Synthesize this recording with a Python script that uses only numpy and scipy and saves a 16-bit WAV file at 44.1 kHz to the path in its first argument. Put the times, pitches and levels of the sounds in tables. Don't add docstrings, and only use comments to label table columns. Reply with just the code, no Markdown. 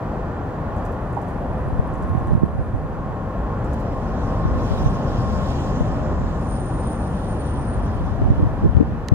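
import sys
import numpy as np
from scipy import signal
from scipy.io import wavfile
from scipy.ndimage import uniform_filter1d

SR = 44100
rng = np.random.default_rng(int(sys.argv[2]) if len(sys.argv) > 2 else 0)


def makeup_ratio(level_db):
    decades = np.asarray(level_db, float) / 20
    return 10 ** decades


def dump(signal):
    limited = np.clip(np.atleast_2d(signal).T, -1, 1)
    pcm = np.round(limited * 32767).astype(np.int16)
    wavfile.write(sys.argv[1], SR, pcm)


N = 403074
T = np.arange(N) / SR


def rms_one(x):
    return x / np.sqrt(np.mean(x ** 2) + 1e-20)


def levelled(x, size):
    power = uniform_filter1d(uniform_filter1d(x ** 2, size), size)
    return x / np.sqrt(power + 1e-9)


def in_time(rows):
    s, *columns = np.transpose(rows)
    return [np.interp(T, s, c) for c in columns]


def at_hz(points, hz):
    table_hz, value = np.transpose(points)
    return np.interp(np.log(hz), np.log(table_hz), value)


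def held(start_s, length_s, attack_s, release_s):
    end_s = start_s + length_s
    return np.interp(T, [start_s - attack_s, start_s, end_s, end_s + release_s], [0, 1, 1, 0])


def bump(middle_s, length_s):
    return np.exp(-((T - middle_s) / length_s) ** 2)


def drift(rate_hz):
    r = np.exp(-80 * np.pi * rate_hz / SR)
    white = rng.standard_normal(N // 40 + 2002)
    slow = signal.lfilter([1], [1, -2 * r, r * r], white)[2000:]
    return np.interp(np.arange(N) / 40, np.arange(len(slow)), rms_one(slow))


def band(x, low_hz, high_hz, order=2):
    sos = signal.butter(order, [low_hz, min(high_hz, .45 * SR)], "band", fs=SR, output="sos")
    return signal.sosfilt(sos, x)


def at_ports(left, right, lag, pan_db):
    late = np.interp(np.arange(N) - lag, np.arange(N), left)
    return np.array([late * makeup_ratio(pan_db / 2), right * makeup_ratio(-pan_db / 2)])


def noise_bank(spectrum, level_db, likeness, patchy_db, rate_hz, count):
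    # frequency in Hz, left-right difference in dB.
    ports = [(60, 0), (130, 0.5), (290, 0), (640, 0), (1410, -1.5), (3100, -6.5), (6820, 2.5),
             (15000, -1.5)]
    edges = np.geomspace(spectrum[0][0], spectrum[-1][0], count + 1)
    centres = np.sqrt(edges[1:] * edges[:-1])
    white = rng.standard_normal((2, 2, N))
    together = drift(rate_hz / 3)
    total = np.sum(makeup_ratio(at_hz(spectrum, centres)) ** 2 * np.diff(edges)) / SR * 4.4
    out = 0
    for k, hz in enumerate(centres):
        mid, side = band(white[k % 2], edges[k], edges[k + 1])
        alike = np.clip(likeness(hz), 0, 1)
        mid, side = np.sqrt(1 + alike) * mid, np.sqrt(1 - alike) * side
        flicker_db = patchy_db * (0.5 * together + drift(rate_hz))
        gain = makeup_ratio(at_hz(spectrum, hz) + level_db(hz) + flicker_db)
        port_db = at_hz(ports, hz)
        left, right = makeup_ratio(port_db / 2), makeup_ratio(-port_db / 2)
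        out = out + gain * np.array([left * (mid + side), right * (mid - side)])
    return out / np.sqrt(total)


def narrow(hz, width_hz):
    phase = 2 * np.pi * np.cumsum(hz + 0 * T) / SR
    return drift(.75 * width_hz) * np.cos(phase) + drift(.75 * width_hz) * np.sin(phase)


def burst(at_s, low_hz, high_hz, decay_s):
    t = np.arange(2400) / SR
    strike = (rng.standard_normal(len(t)) + 5 * (t == 0)) * np.exp(-t / decay_s)
    x = band(strike, low_hz, high_hz, order=3)
    return round(at_s * SR), x / np.max(np.abs(x))


def add(out, start, x):
    out[..., start:start + x.shape[-1]] += x[..., :N - start]


def jet():
    # frequency in Hz, density in dB per Hz.
    exhaust_spectrum = [(22, -16.5), (45, 5.5), (70, 3), (130, 0.5), (200, -2.5), (400, -10.5), (520, -8.5),
                        (800, -12.5), (1250, -14.5), (1500, -33.5), (1750, -26), (2100, -32), (3000, -47.5),
                        (4200, -54.5)]
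    # frequency in Hz, correlation 0-1.
    exhaust_likeness = [(30, 0.95), (150, 1), (500, 0.96), (1000, 0.93), (2000, 0.53), (4000, 0.33)]
    # time in seconds, rumble in dB.
    rumble_swing = [(0, -22.5), (1.6, -21.5), (3.2, -21), (4.4, -18), (5.2, -17), (6.0, -18), (7.0, -19.5),
                    (8.0, -20), (9.14, -21.5)]
    # frequency in Hz, width in Hz, level in dB.
    blade_tones = [(1069, 1.5, 0), (1075, 1.5, -12), (1084, 2.0, -9)]
    # frequency in Hz, width in Hz, level in dB.
    shafts = [(512.8, 14.5, -11), (591, 21, -13.5), (768, 19, -12)]
    # start in seconds, length in seconds, level in dB.
    whine_swells = [(1.985, 0.53, -38), (2.9, 0.4, -40), (3.45, .08, -36.5), (3.9, 0.34, -39.5),
                    (4.27, 0.37, -36), (4.82, 0.67, -35.5), (5.652, 0.11, -38.5), (6.1, .35, -42.5)]
    rumble_db, = in_time(rumble_swing)
    swing_db = rumble_db - rumble_db[0]
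    roar_db = -31 + 0.71 * swing_db - 0.4031 * T
    top_db = -46 + 0.13 * swing_db - 0.12 * T

    def level_db(hz):
        low = np.clip(np.log2(420 / hz), 0, 1)
        high = np.clip(np.log2(hz / 950), 0, 1)
        return low * (rumble_db - .4) + (1 - low - high) * (roar_db + 9.5) + high * (top_db + 19.5)

    exhaust = noise_bank(exhaust_spectrum, level_db, lambda hz: at_hz(exhaust_likeness, hz),
                         patchy_db=0.89, rate_hz=3.3, count=20)
    whine = makeup_ratio(-51 - 0.1 * T)
    for s, length_s, db in whine_swells:
        whine = np.maximum(whine, makeup_ratio(db) * held(s, length_s, attack_s=0.17, release_s=0.093))
    blades = sum(makeup_ratio(db) * narrow(hz, width_hz) for hz, width_hz, db in blade_tones)
    tones = whine * levelled(blades, size=4000)
    tones += makeup_ratio(roar_db) * sum(makeup_ratio(db) * narrow(hz, width_hz) for hz, width_hz, db in shafts)
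    tones += makeup_ratio(top_db - 4) * narrow(1738, 178)
    return at_ports(*(exhaust + tones), lag=1.33, pan_db=0.7)


def air():
    # frequency in Hz, density in dB per Hz.
    air_spectrum = [(2500, 15), (3100, -14), (4300, -23), (6200, 0.5), (8000, -12.5), (9300, -8),
                    (10500, -23.5), (12300, -12.5), (15700, -13)]
    return noise_bank(air_spectrum, lambda hz: -64.5, lambda hz: .45, patchy_db=.5, rate_hz=3.0, count=6)


def eddies(per_s):
    return rng.standard_normal((2, N)) * (rng.random((2, N)) < per_s / SR) + 1e-18


def wind():
    # middle in seconds, length in seconds, level in dB, share in the right port 0-1.
    spells = [(1.7, 0.11, -30.5, 1), (2.35, 0.41, -22.5, 0.87), (4.0, 0.12, -37, 0.6),
              (4.8, 0.19, -25, 0.14), (5.293, 0.13, -26, 0.08), (6.0, 0.24, -29, 0.3),
              (8.406, 0.41, -22.5, 0.44)]
    # middle in seconds, length in seconds, level in dB, relative flutter in dB.
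    gusts_left = [(1.75, 0.043, -24, -19), (4.46, 0.043, -15, -20), (4.53, 0.051, -23, -13),
                  (4.716, 0.035, -15, -20), (5.81, 0.018, -12, -12), (8.1, 0.025, -18, -18),
                  (8.22, 0.016, -12, -5), (8.31, .025, -13, -5), (8.42, 0.065, -17, -17),
                  (8.47, 0.027, -14, -13), (8.65, .04, -18, -13), (8.7, .025, -13.5, -20),
                  (8.77, 0.028, -5.5, -18), (8.81, .035, -6, -0.5), (8.925, 0.044, -20, -23)]
    gusts_right = [(2.15, 0.066, -16.5, -27), (2.308, 0.027, -12, -18), (2.371, .03, -14, -8),
                   (2.435, 0.022, -7.5, -1.5), (2.6, 0.073, -16.5, -11), (2.753, 0.047, -15.5, -12),
                   (4.858, 0.033, -12.5, -28), (6.224, 0.052, -21, -17), (8.283, 0.056, -9, -14),
                   (8.316, 0.021, -12.5, -8), (8.402, 0.023, -11, -6), (8.434, .03, -12, -4),
                   (8.654, 0.038, -9.5, -2.5)]
    # time in seconds, height, width in seconds, port (0 left, 1 right).
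    hard_eddies = [(1.797, -.7, .0025, 0), (2.322, .75, .002, 1), (2.334, .9, .0018, 1),
                   (2.353, -.8, .0015, 1), (2.357, .6, .0015, 1), (2.423, -.8, .0015, 1),
                   (2.4395, 1.1, .002, 1), (8.665, .7, .0017, 1), (9.122, 1.6, .0021, 0),
                   (9.1255, -.45, .0012, 0), (9.137, -.6, .0017, 0)]
    breeze = makeup_ratio(-55) ** 2
    for s, length_s, db, right in spells:
        breeze = breeze + makeup_ratio(db) ** 2 * np.clip([[1 - right], [right]], 0, 1) * bump(s, length_s)
    lumps = np.array([makeup_ratio(3.5 * drift(7.1)) for port in range(2)])
    buffet = breeze * lumps ** 2
    flutter = buffet * makeup_ratio(-28.0) ** 2
    for port, gusts in enumerate((gusts_left, gusts_right)):
        for s, length_s, db, flutter_db in gusts:
            first = max(0, round((s - 3 * length_s) * SR))
            span = slice(first, round((s + 3 * length_s) * SR))
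            away = ((T[span] - s) / length_s) ** 2
            low_share = np.clip(1 - makeup_ratio(flutter_db) ** 2, .05, 1)
            buffet[port, span] += makeup_ratio(db) ** 2 * np.exp(-away / 0.3) * low_share
            flutter[port, span] += makeup_ratio(db + flutter_db) ** 2 * np.exp(-away / 0.14)
    low = levelled(band(eddies(110), 39, 129.0), size=1300)
    high = levelled(band(band(eddies(320), 120, 338), 140, 450), size=500)
    out = np.sqrt(buffet) * low + np.sqrt(flutter) * high
    for s, height, width_s, port in hard_eddies:
        start = round((s - .02) * SR)
        away = ((T[start:start + 1800] - s) / width_s) ** 2 / 2
        add(out[port], start, height * (1 - away * 1.5) * np.exp(-away))
    return out


def shutter():
    # main clack in seconds, peak in dB.
    shots = [(0.8524, -47.5), (1.2166, -49.5), (2.025, -48), (2.272, -51), (3.7326, -46.5)]
    # seconds from the clack, level in dB, low Hz, high Hz, decay in seconds.
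    parts = [
        (-.089, -11, 6530, 9500, 0.0071),
        (-.071, -12, 6000, 8000, 0.0032),
        (0, -3.5, 6260, 9900, 0.0026),
        (.008, -3, 3200, 14000, .004),
        (.066, -11, 4970, 14800, 0.02),
    ]
    camera = np.zeros(N)
    whirr = rms_one(band(rng.standard_normal(N), 5800, 12000))
    for s, peak_db in shots:
        winding = held(s - .085, .17, attack_s=.01, release_s=.03)
        camera += makeup_ratio(peak_db - 21) * winding * whirr
        for after_s, db, low_hz, high_hz, decay_s in parts:
            start, clack = burst(s + after_s, low_hz, high_hz, decay_s)
            add(camera, start, makeup_ratio(peak_db + db + 11) * clack)
    return at_ports(camera, camera, lag=0.85, pan_db=0.5)


def squeal(level, hz, width_hz, skirt_db, throb_db):
    level = level * makeup_ratio(throb_db * drift(22))
    direct = narrow(hz, width_hz) + makeup_ratio(skirt_db) * narrow(hz, 240)
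    scattered = makeup_ratio(-14.5) * narrow(hz, 90) * [[1], [-1]]
    return at_ports(*(level * (direct + scattered)), lag=5.0, pan_db=0.5)


def brakes():
    # start in seconds, length in seconds, frequency in Hz, level in dB.
    far_brakes = [
        (1.1, 1.3, 9340, -73),
        (2.45, .45, 9180, -78),
        (2.25, .55, 8960, -74),
    ]
    # time in seconds, level in dB.
    near_brake = [(6.39, -70), (6.52, -51.5), (6.8, -55.5), (6.92, -49), (7.03, -60), (7.74, -55),
                  (7.83, -65.5), (8.27, -79), (8.76, -77)]
    out = 0
    for s, length_s, hz, db in far_brakes:
        level = makeup_ratio(db) * held(s, length_s, attack_s=.2, release_s=.12)
        sagging_hz = hz - 40 * (T - s)
        out = out + squeal(level, sagging_hz, 45, -2.0, throb_db=2.0)
    start_s, end_s = near_brake[0][0], near_brake[-1][0]
    near = makeup_ratio(in_time(near_brake)[0] + 3.5) * held(start_s, end_s - start_s, .05, .02)
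    return out + squeal(near, 9055, 30, -3.5, throb_db=1.0)


def knock():
    # frequency in Hz, level in dB, decay in seconds.
    modes = [(620, -23, .008), (805, -14, .012), (930, -17, .011)]
    t = np.arange(4000) / SR
    rings = sum(makeup_ratio(db) * np.exp(-t / decay_s) * np.sin(2 * np.pi * hz * t) for hz, db, decay_s in modes)
    out = np.zeros(N)
    add(out, round(1.168 * SR), rings * (1 - np.exp(-t / .0015)))
    return at_ports(out, out, lag=1.5, pan_db=-4.0)


def tyres():
    # frequency in Hz, density in dB per Hz.
    tread_spectrum = [(2000, -8), (2600, 2), (3200, 4.5), (4300, -0.5), (5500, 4), (7000, -5), (8300, -7.5),
                      (9300, -3.5), (10500, -16), (13500, -10), (15700, -24)]
    # frequency in Hz, correlation 0-1.
    tread_likeness = [(2000, 0.45), (5000, 0.13), (9000, 0.81), (15000, .5)]
    # time in seconds, hiss in dB.
    passing = [(3.0, -87.5), (3.8, -59.5), (4.4, -56.5), (4.62, -52.5), (5.2, -50.5), (5.4, -48.5),
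               (6.1, -57.5), (7.3, -56), (9.0, -65.5)]
    # middle in seconds, hiss in dB, relative top in dB.
    grit = [(4.3, -56.5, -17), (4.62, -55.5, -13), (4.86, -59, -15), (5.3, -56, -20), (5.65, -56, -18),
            (6.88, -61, -12)]
    grit_s, closest_s = .08, 7.1
    road = makeup_ratio(in_time(passing)[0]) ** 2
    hiss = road + sum(makeup_ratio(db) ** 2 * bump(s, grit_s) for s, db, _ in grit)
    grit_top = sum(makeup_ratio(db) ** 2 * bump(s, grit_s) for s, _, db in grit)
    top = road * makeup_ratio(-17.5) ** 2 + hiss * grit_top
    hiss_db, top_db = 10 * np.log10(hiss), 10 * np.log10(top) + 14.0
    duller_db_per_octave = 3.5 * np.maximum(T - closest_s, 0)

    def level_db(hz):
        return top_db if hz > 9500 else hiss_db + duller_db_per_octave * np.log2(5000 / hz)

    noise = noise_bank(tread_spectrum, level_db, lambda hz: at_hz(tread_likeness, hz),
                       patchy_db=2.2, rate_hz=10.0, count=12)
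    singing = rms_one(band(rng.standard_normal(N), 6300, 7600))
    noise += makeup_ratio(hiss_db - 6) * bump(6.16, 1) * singing
    return at_ports(*noise, lag=6.0, pan_db=-1.0)


def snap():
    # time in seconds, peak in dB, low Hz, high Hz, decay in seconds, left-right in dB.
    taps = [
        (9.085, -26, 1700, 2150, .002, -4),
        (9.0852, -16.5, 3000, 6500, .0014, -4),
        (9.0852, -23, 6000, 12500, .0007, -4),
    ]
    out = np.zeros((2, N))
    for s, db, low_hz, high_hz, decay_s, pan_db in taps:
        start, clack = burst(s, low_hz, high_hz, decay_s)
        add(out, start, makeup_ratio(db + pan_db * np.array([[.5], [-.5]])) * clack)
    return out


def scene():
    return jet() + air() + wind() + shutter() + brakes() + knock() + tyres() + snap()


def roll_off(x):
    return signal.sosfilt(signal.butter(12, 15680, fs=SR, output="sos"), x)


def record(dry):
    # start in seconds, gain in dB.
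    ducks = [
        (2.37, -2.5),
        (8.68, -1),
    ]
    wide = 1.063 * (dry - .29 * dry[::-1])
    gain_db = sum(db * held(s, 0.37, attack_s=0.036, release_s=0.66) for s, db in ducks)
    notched = signal.lfilter(*signal.iirnotch(7886, 70, SR), wide * makeup_ratio(gain_db))
    clipped = np.clip(notched, -1, 1)
    return roll_off(clipped)


dry = scene()
out = record(dry)
dump(out)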